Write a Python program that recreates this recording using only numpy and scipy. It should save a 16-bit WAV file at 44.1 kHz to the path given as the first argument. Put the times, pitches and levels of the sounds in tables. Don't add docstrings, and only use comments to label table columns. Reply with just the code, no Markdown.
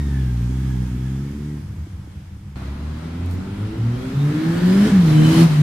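import sys
import numpy as np
from scipy import signal
from scipy.io import wavfile
from scipy.ndimage import uniform_filter1d

SR = 44100
rng = np.random.default_rng(int(sys.argv[2]) if len(sys.argv) > 2 else 0)


def nominal_scale(level):
    x = np.asarray(level, float) / 20
    return 10 ** x


def wav_out(sig):
    wavfile.write(sys.argv[1], SR, np.round(np.clip(np.atleast_2d(sig).T, -1, 1) * 32767).astype(np.int16))


N = 247842
T = np.arange(N) / SR
LEFT_RIGHT = np.array([[1], [-1]])
SHUT_S, LIFT_RAMP_S = 1.608, 0.054


def curves(table):
    s, *columns = np.transpose(table)
    gate = np.clip(np.minimum(T - s[0] + .002, s[-1] + .012 - T) / .004, 0, 1)
    return [np.interp(T, s, c) for c in columns] + [gate]


def unit(x):
    return x / np.sqrt(np.mean(x ** 2))


def noise():
    return rng.standard_normal(N)


def walk(rate):
    k = int(SR / rate)
    held = np.repeat(rng.standard_normal(N // k + 1), k)
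    return unit(uniform_filter1d(uniform_filter1d(held, k), k)[:N])


def swell(s, width_s):
    return np.exp(-((T - s) / width_s) ** 2)


def ring(x, hz, width):
    return signal.lfilter(*signal.iirpeak(hz, hz / width, fs=SR), x)


def ring_twice(x, hz, width):
    return ring(ring(x, hz, width), hz, width)


def on_log(hz, table):
    table_hz, values = np.transpose(table)
    return np.interp(np.log(hz), np.log(table_hz), values)


def nulls(table):
    return sum(20 * np.log10(1 - (1 - nominal_scale(-abs(db))) * swell(s, width)) for s, db, width in table)


def traffic():
    passing = nominal_scale(-36) * swell(3.84, 0.43) * unit(ring_twice(noise(), 65.5, 50.))
    return passing + nominal_scale(-49 + 1.1 * walk(5.17)) * unit(ring(noise(), 32, 26.0))


def street(x):
    t60_s, echo_db, bass_hz = .3, -4, 410
    t = T[:SR // 2]
    tail = rng.standard_normal(len(t)) * np.exp(-np.log(1000) * t / t60_s)
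    wet = signal.fftconvolve(x, tail / np.linalg.norm(tail))[:N] * walk(8.9)
    side = signal.sosfilt(signal.butter(3, bass_hz, "high", fs=SR, output="sos"), wet)
    return x + (nominal_scale(echo_db) * side + nominal_scale(-24) * wet) * LEFT_RIGHT


# (frequency [Hz], level per Hz [dB])
HISS_BEHIND = [(330, 20), (560, -12.5), (792, -3), (923, -5.5), (1340, -6.5), (1750, -5), (2250, -12),
               (3410, -11), (3860, -17), (4960, -14), (15500, -28.5)]
# (frequency [Hz], level per Hz [dB])
HISS_FRONT = [(330, 1), (560, 0.5), (1140, -2.5), (1310, -3.5), (1570, -5), (1850, -4), (2580, -10),
              (3650, -9.5), (6280, -18.5), (10600, -24.5), (15500, -32.5)]
# (frequency [Hz], likeness [0-1])
LIKENESS = [(400, 0), (600, 0), (1000, 0.13), (2000, 0.16), (4000, 0)]
# (frequency [Hz], left minus right [dB])
TILT = [(60, 0.0), (110, 0.0), (200, 0.0), (380, 1.5), (700, -0.5), (1290, 0.5), (2380, 1), (4400, 2),
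        (8120, -7.5), (15000, -15)]


def hiss(near_db, returning):
    out, shared = 0, walk(18)
    for hz in 500 * 2 ** np.arange(0, 5, 1 / 3):
        mid, side = (ring_twice(noise(), hz, hz / 3) for _ in range(2))
        like = np.clip(on_log(hz, LIKENESS), 0, 1)
        pair = np.sqrt(1 + like) * mid + np.sqrt(1 - like) * side * LEFT_RIGHT
        front_db = on_log(hz, HISS_FRONT) + 0.084 * near_db * np.log2(hz / 2000)
        db = np.where(returning, front_db, on_log(hz, HISS_BEHIND))
        db = db + .3 * shared + .9 * walk(14)
        out = out + nominal_scale(db) * nominal_scale(on_log(hz, TILT) / 2 * LEFT_RIGHT) * pair
    return unit(out)


# (time [s], length [s], centre [Hz], level [dB])
RUSTLES = [
    (3.26, 0.0027, 9010, -52),
    (3.264, .002, 14000, -52),
    (3.312, 0.0011, 8000, -43),
    (3.328, 0.058, 14500, -57),
    (3.33, 0.023, 8040, -61),
]


def rustle():
    grit, scrape = noise(), 0
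    for s, length, hz, db in RUSTLES:
        shape = np.exp(-((T - s) / (length / 2)) ** 4)
        scrape = scrape + nominal_scale(db) * shape * unit(ring(grit, hz, 0.55 * hz))
    return scrape * np.array([[.3], [1.7]])


def rings(table):
    return sum(nominal_scale(db + walk(12)) * unit(ring(noise(), hz, width)) for hz, width, db in table)


# (frequency [Hz], width [Hz], level re hiss [dB])
STREET_RINGS = [(910, 61, -17), (1259, 16, -21.5), (2220, 50, -20.5), (3420, 130, -26), (4900, 250, -38)]
# (frequency [Hz], width [Hz], level re hiss [dB])
STREET_ROAR = [(890, 110, -17.5), (1360, 174, -9.5)]
# (frequency [Hz], width [Hz], level re hiss [dB])
FAIRING = [(1450, 80, -12), (1760, 170, -8), (2255, 45, -20)]
# (time [s], share [0-1])
FACING = [
    (4.2, 0),
    (4.38, 1),
    (4.95, 1),
    (5.15, 0),
]


def panels(returning):
    near = curves(FACING)[0]
    far = returning * (T < FACING[1][0]) * (1 - near)
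    return near * rings(FAIRING) + ~returning * rings(STREET_RINGS) + far * rings(STREET_ROAR)


# (time [s], width [s], level re rush [dB])
PANEL_SWELLS = [
    (4.82, .15, -14),
    (5.27, .14, -9.5),
]


def whine(hz, pulling, returning, lift):
    teeth, blur = 26, .00032
    turns = np.cumsum(hz) / SR
    over_hz = hz - 117
    back_db = -14 + np.minimum(.5 * over_hz, -.05 * over_hz) - 9 * lift
    gear = pulling * nominal_scale(np.maximum(-5.5 - 17 * T, -15)) + returning * nominal_scale(back_db)
    mesh = 2 * np.pi * teeth * turns + blur * hz * teeth * walk(110)
    pulsed = 1 + .8 * np.sin(2 * np.pi * turns)
    gears = gear * nominal_scale(3 * walk(30)) * pulsed * np.sin(mesh)
    octave = pulling * np.clip((hz - 60) / 4, 0, 1) * nominal_scale(-14 - 6 * T + 1.5 * walk(25))
    tank = sum(nominal_scale(db) * swell(s, width) for s, width, db in PANEL_SWELLS)
    return gears + octave * np.sin(2 * mesh) + tank * unit(ring(noise(), 3041, 34.0))


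# (time [s], peak level [dB])
POPS = [(1.734, -28), (1.769, -30), (1.868, -25), (1.951, -35), (2.04, -34), (2.074, -28.5), (2.146, -53),
        (2.334, -57), (2.366, -32.5), (2.519, -36)]


def afterfire():
    kicks = np.zeros(N)
    for s, db in POPS:
        kicks[int(s * SR)] = nominal_scale(db)
    thud = np.eye(1, 2048)[0]
    for hz, width in ((290.0, 220.), (280., 180.0), (275.0, 120.0)):
        thud = ring(thud, hz, width)
    return nominal_scale(-6.5) * np.convolve(kicks, thud / thud.max())[:N]


def burble(hz, pipe, scatter_db, jitter, smear_s, upper_db=0.):
    at = np.flatnonzero(np.diff(np.floor(np.cumsum(hz) / SR)))
    timing, strength = rng.standard_normal((len(at), 2)).T
    pulses = np.zeros(N)
    late = np.clip(at + jitter * timing * SR / hz[at], 0, N - 1).astype(int)
    np.add.at(pulses, late, nominal_scale(scatter_db * strength))
    t = T[:SR // 4]
    echoes = rng.standard_normal(len(t)) * np.exp(-t / smear_s)
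    pulses = unit(pulses + 0.88 * signal.fftconvolve(pulses, echoes / np.linalg.norm(echoes))[:N])
    modes = [(-1) ** k * nominal_scale(db) * unit(ring_twice(pulses, f, 1.87 * width))
             for k, (f, width, db) in enumerate(pipe)]
    return (sum(modes[:2]) + nominal_scale(upper_db) * sum(modes[2:])) / np.std(sum(modes))


# (frequency [Hz], width [Hz], level [dB])
PIPE = [(65.5, 126, -6), (131, 54, 3), (194, 86, 1), (338, 145, -6), (492, 28, -18.5)]


def rumble(hz, gain):
    return burble(hz, PIPE, scatter_db=3., jitter=.4, smear_s=.04) * gain


# (frequency [Hz], width [Hz], level [dB])
PIPE_SHUT = [(71.7, 13.9, -5), (97, 27.4, -5), (135.5, 19.3, -6), (195.3, 14.2, -10), (306, 59, -20.5)]
# (time [s], depth [dB], width [s])
STUMBLES = [
    (1.6, 1, 0.026),
    (1.89, -4.5, 0.038),
    (2.06, -1.5, 0.021),
    (2.27, 1, 0.13),
]


def coast(hz):
    fade_db = -26.5 - 9 * (T - SHUT_S) + nulls(STUMBLES)
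    return burble(hz, PIPE_SHUT, scatter_db=3.0, jitter=0.203, smear_s=0.021, upper_db=0.5) * nominal_scale(fade_db)


# (time [s], length [s], share of the rush lost [0-1])
LIFTS = [
    (4.905, 0.15, 0.35),
    (5.446, .3, 0.99),
]


def lifted():
    lift = lost = 0
    for s, length, share in LIFTS:
        gate = np.clip(np.minimum(T - s, s + length - T) / LIFT_RAMP_S + .5, 0, 1)
        lift, lost = lift + gate, lost + share * gate
    return lift, lost


# (time [s], half order re 2nd order [dB])
HALF_ORDER_RISE = [(0, -28), (1.6, -21), (2.56, -2), (4, -18), (4.4, -10.5), (4.85, -4), (5.1, -11.5), (5.62, 2)]
# (order, level [dB])
HALVES = [(.5, -49), (1.5, 0.5), (2.5, -18), (3.5, -19.5)]


def exhaust(hz, first_db, second_db, third_db, upper, flicker_db, slip):
    muffler_hz, muffler_db_oct = 420, -18
    turns, half_rise_db = np.cumsum(hz) / SR, curves(HALF_ORDER_RISE)[0]
    lines = [(1, first_db), (2, second_db), (3, third_db)]
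    for k, db in upper:
        lines.append((k, third_db + db + muffler_db_oct * np.log2(np.maximum(k * hz / muffler_hz, 1))))
    lines += [(k, second_db + half_rise_db + db) for k, db in HALVES]
    out = 0
    for k, db in lines:
        rough = np.minimum(k * hz / muffler_hz, 1.15) ** 5
        shake = walk(30)
        angle = 2 * np.pi * k * turns + slip * k * walk(9) + .45 * rough * shake[::-1]
        angle = angle + 1.7 * (k == 1)
        out = out + np.sqrt(2) * nominal_scale(db + flicker_db * np.sqrt(k) * shake) * np.sin(angle)
    return out


# (time [s], depth [dB], width [s])
NULLS_FIRST = [(.9, 0, 0.062), (1.28, -6, .05), (2.616, -9, 0.044), (2.786, -6, .06), (3.03, -10, 0.096),
               (3.16, -6.5, 0.051), (3.445, -20, 0.067), (3.5, -4, .03), (3.568, -31, 0.037),
               (3.73, -23, 0.067), (3.97, -8.5, 0.038), (4.04, -32, 0.048), (4.11, -34, 0.048),
               (4.336, -16, 0.037), (4.422, -16, 0.042), (4.55, -10.5, .05), (4.613, -14.5, 0.02),
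               (5.14, -5, 0.012), (5.26, -4, 0.035), (4.886, -16, 0.032), (5.088, -3, 0.034),
               (5.34, -13, 0.043), (5.485, -12, 0.018), (5.545, -8.5, 0.047)]
# (time [s], depth [dB], width [s])
NULLS_SECOND = [(.06, -6, 0.091), (.89, -8.5, 0.037), (1.356, -14, .06), (2.787, -2.5, 0.035),
                (3.051, 0, 0.023), (3.276, -23, 0.057), (3.643, -6, 0.093), (3.767, -28, 0.071),
                (4.167, -17, 0.04), (4.27, -3, 0.074), (4.575, -9.5, 0.035), (4.65, -20, 0.017),
                (4.817, -16, 0.029), (5.11, -7, 0.035), (5.26, 1.5, 0.019)]
# (time [s], depth [dB], width [s])
NULLS_THIRD = [(0.057, -5, 0.072), (.23, -3.5, 0.099), (.33, -1.5, 0.066), (.911, 0, 0.033),
               (2.94, 0, 0.062), (3.411, 2, 0.025), (3.6, -3.5, 0.13), (3.858, -18, 0.038),
               (4.172, -17, 0.018), (4.43, -11, 0.082), (4.62, -12, 0.023)]


def echo_dips():
    return [nulls(table) for table in (NULLS_FIRST, NULLS_SECOND, NULLS_THIRD)]


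# (level [dB], fade [dB per s squared])
ORDERS_AWAY = [(-21.5, -6), (-21.5, -3), (-30, -1.5)]
# (order, level re 3rd order [dB])
UPPER_AWAY = [(4, -5), (5, -12), (6, -19), (7, -28), (8, -31)]


def leaving(hz):
    levels = [db + fade_db * T ** 2 + dip for (db, fade_db), dip in zip(ORDERS_AWAY, echo_dips())]
    return exhaust(hz, *levels, UPPER_AWAY, flicker_db=.5, slip=.07)


# (level [dB], rise [dB per s], muffler slope above cut-off [dB per octave])
ORDERS_BACK = [(-27, 6.5, -1), (-37.5, 5.5, 2), (-41, 2, -5)]
# (order, level re 3rd order [dB])
UPPER_BACK = [(4, -7), (5, -13.5), (6, -47)]


def coming(hz, since, lift):
    levels = []
    for k, ((db, rise_db, cut_db), dip) in enumerate(zip(ORDERS_BACK, echo_dips())):
        order_hz = (k + 1) * hz
        muffled = cut_db * np.log2(np.maximum(order_hz / 317, 1))
        can = 4.5 * np.exp(-(np.log2(order_hz / 322) / .13) ** 2)
        levels.append(db + rise_db * since + muffled + can + dip - 21 * (k > 0) * lift)
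    return exhaust(hz, *levels, UPPER_BACK, flicker_db=1.0, slip=.12)


# (time [s], firing rate [Hz], rush level [dB])
AWAY = [(0.0, 73.1, -44), (.39, 58.74, -45), (0.601, 65.9, -44.5), (.92, 61.9, -45.5), (1.5, 74.7, -48.5),
        (1.621, 72.2, -51), (1.66, 66.3, -51), (2.545, 65.95, -56)]
# (time [s], firing rate [Hz], rush level at open throttle [dB])
BACK = [(2.557, 64.16, -46), (3.401, 92.24, -45.5), (3.9, 117.8, -44), (4.4, 156.1, -38),
        (4.68, 181.7, -34.5), (4.884, 214.8, -30.5), (5.081, 154.1, -32.5), (5.19, 152.4, -32),
        (5.43, 167.3, -25), (5.55, 148.4, -27.5)]


def scene():
    *away, on_away = curves(AWAY)
    *back, on_back = curves(BACK + [(T[-1], *BACK[-1][1:])])
    back_s, _, back_db = BACK[0]
    returning = T >= back_s
    pulling = np.clip((SHUT_S - T) / (2 * LIFT_RAMP_S) + .5, 0, 1)
    lift, lost = lifted()
    hz = np.where(returning, back[0], uniform_filter1d(away[0], int(0.081 * SR)))
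    rush_db = np.where(returning, back[1] - 7 * lost, away[1])
    engine = pulling * leaving(hz) + on_back * coming(hz, T - back_s, lift)
    engine = engine + (lift - lost) * nominal_scale(-24.5 + 2.3 * walk(20)) * np.sin(np.pi * np.cumsum(hz) / SR)
    rumble_db = -34 + 0.65 * (rush_db - back_db) + 6 * (lift - lost)
    engine = engine + rumble(hz, pulling * nominal_scale(rush_db + 11) + on_back * nominal_scale(rumble_db))
    engine = engine + on_away * (1 - pulling) * coast(hz)
    tones = whine(hz, pulling, returning, lift) + panels(returning)
    treble = hiss(rush_db + 34, returning) + np.array([np.roll(tones, 2), tones])
    return street(engine + afterfire() + traffic()) + nominal_scale(rush_db + 2.0) * treble + rustle()


def top_cut(x):
    return signal.sosfilt(signal.butter(12, 15630, fs=SR, output="sos"), x)


def record(dry):
    rounded = np.tanh(0.59 * dry) / 0.6
    top = signal.sosfilt(signal.ellip(8, .2, 70, 15500, fs=SR, output="sos"), rounded)
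    ending = np.clip((T[-1] - T) / .003, 0, 1)
    return top_cut(top * ending)


dry = scene()
out = record(dry)
wav_out(out)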